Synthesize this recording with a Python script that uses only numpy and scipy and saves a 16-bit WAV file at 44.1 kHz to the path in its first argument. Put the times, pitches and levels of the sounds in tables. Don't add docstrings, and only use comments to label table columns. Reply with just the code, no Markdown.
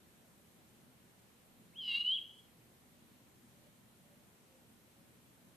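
import sys
import numpy as np
from scipy import signal
from scipy.io import wavfile
from scipy.ndimage import uniform_filter1d

SR = 44100
rng = np.random.default_rng(int(sys.argv[2]) if len(sys.argv) > 2 else 0)


def generate_wav(signal):
    frames = np.transpose(np.atleast_2d(signal))
    scaled = np.clip(frames, -1, 1) * 32767
    pcm = np.round(scaled).astype(np.int16)
    wavfile.write(sys.argv[1], SR, pcm)


N = 245195
TIME = np.arange(N) / SR
LOW_PEAK_S = 1.94


def whistle_gesture(arc_hz=1000, scoop_s=.047, flick_s=.039, speak_s=1.761, attack_s=.006):
    # time in seconds, pitch in Hz.
    sag = [(1.787, 3311), (1.825, 3071), (1.875, 2930), (1.915, 2785), (1.945, 2751), (1.999, 2883),
           (2.045, 2886), (2.109, 3082), (2.15, 3345)]
    # time in seconds, level in dB.
    loudness = [(1.765, -53), (1.793, -47), (1.869, -43), (1.875, -48), (1.881, -38), (1.975, -36),
                (1.993, -41), (2.009, -33), (2.043, -53), (2.049, -40), (2.081, -31), (2.165, -35)]
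    scoop_hz = arc_hz * np.clip((sag[0][0] - TIME) / scoop_s, 0, np.sqrt(2)) ** 2
    flick_hz = arc_hz * np.clip((TIME - sag[-1][0]) / flick_s, 0, np.sqrt(2)) ** 2
    sounding = np.clip(2 - (scoop_hz + flick_hz) / arc_hz, 0, 1) ** 2
    faint_start_db = -13 * np.clip((speak_s - TIME) / attack_s, 0, 1)
    fade_db = -.003 * scoop_hz - .027 * flick_hz
    gain = sounding * from_db(in_time(loudness) + faint_start_db + fade_db)
    return in_time(sag) - scoop_hz - flick_hz, gain


def call(pitch, gain, low_swell, catch, low_hz=1068, low_rise_hz_per_s=800, low_pull=.36):
    pull_hz = low_pull * (pitch - np.interp(LOW_PEAK_S, TIME, pitch))
    low_pitch = low_hz + low_rise_hz_per_s * (TIME - LOW_PEAK_S) + pull_hz
    high_phase = phase_of(uniform_filter1d(pitch, size=220) + 12 * drift(146))
    low_phase = phase_of(low_pitch + 7 * drift(76))
    hoarseness = .05 + .4 * catch
    whistle = np.sin(high_phase) * (1 + hoarseness * noise_band(97, 188))
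    mixed = tightness() * squeal(high_phase, low_phase, low_swell)
    shimmer = from_db(1.6 * drift(60))
    return np.sqrt(2) * gain * shimmer * (whistle + mixed)


def squeal(high_phase, low_phase, low_swell, low_db=-10, peak_hz=3825, peak_width_hz=80):
    # multiple of the whistle, multiple of the lower voice, weight in dB.
    mixed_tones = [(1, 1, -5), (2, -1, -13), (0, 2, -.5), (1, -1, -30), (1, 2, -14), (0, 3, 16),
                   (2, -2, -1)]
    tones = from_db(-34.5) * swell(LOW_PEAK_S, .125, .125) * np.sin(low_phase)
    for m, n, db in mixed_tones:
        flutter = 1 + from_db(-13.5) * drift(110)
        slip = rng.uniform(0, 2 * np.pi) + .3 * drift(120)
        strength = from_db(db) * (from_db(low_db) * low_swell) ** abs(n)
        tones = tones + strength * flutter * np.sin(m * high_phase + n * low_phase + slip)
    flare = band(tones + 1e-18, peak_hz - peak_width_hz / 2, peak_hz + peak_width_hz / 2, order=1)
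    return tones + from_db(2.3) * flare


def rasp(gain, low_swell, catch, alone_db=-29.5, squeal_db=-19, air_db=-14, catch_db=-23):
    # centre in Hz, width in Hz, relative level in dB.
    resonances = [(3200, 260, -1.5), (3860, 110, 0), (4070, 170, -2), (4560, 700, -7.5), (4820, 300, -19.5)]
    rings = sum(from_db(db) * noise_band(hz - width / 2, hz + width / 2) for hz, width, db in resonances)
    air = from_db(air_db) * noise_band(1200, 9000, order=1)
    throat = (from_db(alone_db) + from_db(squeal_db) * low_swell) * (rms_one(rings) + air)
    bright = from_db(catch_db) * catch * noise_band(4680, 5180)
    grain = from_db(2.5 * drift(130))
    return tightness() * gain * grain * (throat + bright)


def tightness(start_s=1.812, end_s=2.158, edge_s=.025):
    return np.clip(.5 + np.minimum(TIME - start_s, end_s - TIME) / edge_s, 0, 1)


def throat_dips(x):
    # centre in Hz, width in Hz.
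    dips = [(2450, 190), (3590, 110)]
    for hz, width in dips:
        x = signal.lfilter(*signal.iirnotch(hz, hz / width, fs=SR), x + 1e-18)
    return x


def outdoors(x, tail_db=-16, tail_t60_s=.62, side_db=-8):
    # delay in seconds, decay time in seconds, level in dB.
    echoes = [(.012, 0.032, -12), (.05, 0.024, -19), (.088, 0.0055, -20.5), (0.152, .035, -28.5),
              (.24, .03, -31.5)]
    lag = TIME[:SR]
    envelopes = [(from_db(-60 * lag / tail_t60_s) * (lag > .015), tail_db)]
    envelopes += [(np.exp(-np.abs(lag - delay) / decay) * (lag > delay), db)
                  for delay, decay, db in echoes]
    power = sum(from_db(db) ** 2 * shape ** 2 / np.sum(shape ** 2) for shape, db in envelopes)
    response = np.sqrt(power) * rng.standard_normal((2, SR))
    mid, side = signal.fftconvolve(x[None], response, axes=1)[:, :N]
    return x + mid + from_db(side_db) * side * [[1], [-1]]


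def night(level_db=-64.25, rumble_waver_db=1.13, hiss_waver_db=.7):
    # frequency in Hz, relative density in dB.
    spectrum = [(15, -34.5), (25, -13), (33, -7.5), (48, -16), (113, -4), (208, 0.5), (237, -1), (293, -7),
                (459, -10.5), (583, -12), (1130, -18), (3530, -21.5), (5240, -27), (8220, -23),
                (14000, -24.5)]
    # frequency in Hz, correlation from 0 to 1.
    likeness = [(40, .15), (90, 0.18), (160, 0.83), (260, 0.74), (430, 0.53), (700, 0.26), (1200, 0.029),
                (5000, 0.074), (8200, 0.092), (13000, 0.017)]
    out, edges = 0, np.geomspace(20, 18000, num=25)
    white = rng.standard_normal((2, 2, N))
    heave_db = 1.1 * drift(5)
    for k, (low, high) in enumerate(zip(edges, edges[1:])):
        mid, side = band(white[k % 2], low, high)
        hz = np.sqrt(low * high)
        alike = at_hz(likeness, hz)
        width = np.sqrt((1 - alike) / (1 + alike))
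        waver_db = (rumble_waver_db if hz < 800 else hiss_waver_db) * drift(7.2)
        gain = from_db(at_hz(spectrum, min(hz, 12000)) + waver_db + heave_db * (70 < hz < 320))
        out = out + gain * (mid + width * side * [[1], [-1]])
    return from_db(level_db) * rms_one(out)


def machine_hum(waver_db=.5, bass_pan_db=16.5):
    # pitch in Hz, rms level in dB before panning, pitch wander in Hz.
    partials = [(80.4, -87, 0.68), (119, -79, 1.185), (240, -79, 3.985), (322, -87.5, 2.06),
                (361, -86, 1.2)]
    tones = []
    for hz, db, wander_hz in partials:
        gain = np.sqrt(2) * from_db(db + waver_db * drift(3.9))
        tones.append(gain * np.sin(phase_of(hz + wander_hz * drift(5.65))))
    return tones[0] * from_db([[-bass_pan_db / 2], [bass_pan_db / 2]]) + sum(tones[1:])


def drone(wander_hz=11.7, patchy_db=3):
    # peak time in seconds, pitch in Hz, half length in seconds, level in dB.
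    swells = [(3.645, 588, .1, -77), (4.11, 578, 0.11, -78.5), (4.547, 524, .07, -72.5),
              (5.04, 562, 0.17, -81), (5.477, 585, 0.052, -78)]
    wander = wander_hz * drift(32.3)
    tone = sum(from_db(db) * swell(peak_s, half_s, half_s) * np.sin(phase_of(hz + wander))
               for peak_s, hz, half_s, db in swells)
    return np.sqrt(2) * tone * from_db(patchy_db * drift(16))


def from_db(db):
    return 10 ** (np.asarray(db) / 20)


def rms_one(x):
    return x / np.sqrt(np.mean(x ** 2) + 1e-20)


def phase_of(hz):
    return 2 * np.pi * np.cumsum(hz) / SR


def in_time(points):
    return np.interp(TIME, *np.transpose(points))


def at_hz(points, hz):
    f, value = np.transpose(points)
    return np.interp(np.log(hz), np.log(f), value)


def swell(peak_s, rise_s, fall_s):
    return np.exp(-((TIME - peak_s) / np.where(TIME < peak_s, rise_s, fall_s)) ** 2)


def drift(rate_hz):
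    pole = np.exp(-2 * np.pi * rate_hz / SR)
    return rms_one(signal.lfilter([1], [1, -2 * pole, pole * pole], rng.standard_normal(N + SR)))[SR:]


def band(x, low, high, order=2):
    return signal.sosfilt(signal.butter(order, [low, high], "band", fs=SR, output="sos"), x)


def noise_band(low, high, order=2):
    return rms_one(band(rng.standard_normal(N), low, high, order))


def scene():
    pitch, gain = whistle_gesture()
    low_swell = swell(LOW_PEAK_S, rise_s=.105, fall_s=.082)
    catch = swell(1.85, rise_s=.04, fall_s=.04)
    animal = throat_dips(call(pitch, gain, low_swell, catch) + rasp(gain, low_swell, catch))
    return outdoors(animal) + night() + machine_hum() + drone()


def record(dry, low_cut_hz=29, high_cut_hz=14000):
    thin = signal.sosfilt(signal.butter(1, low_cut_hz, "high", fs=SR, output="sos"), dry)
    return signal.sosfilt(signal.ellip(12, .1, 70, high_cut_hz, fs=SR, output="sos"), thin)


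dry = scene()
out = record(dry)
generate_wav(out)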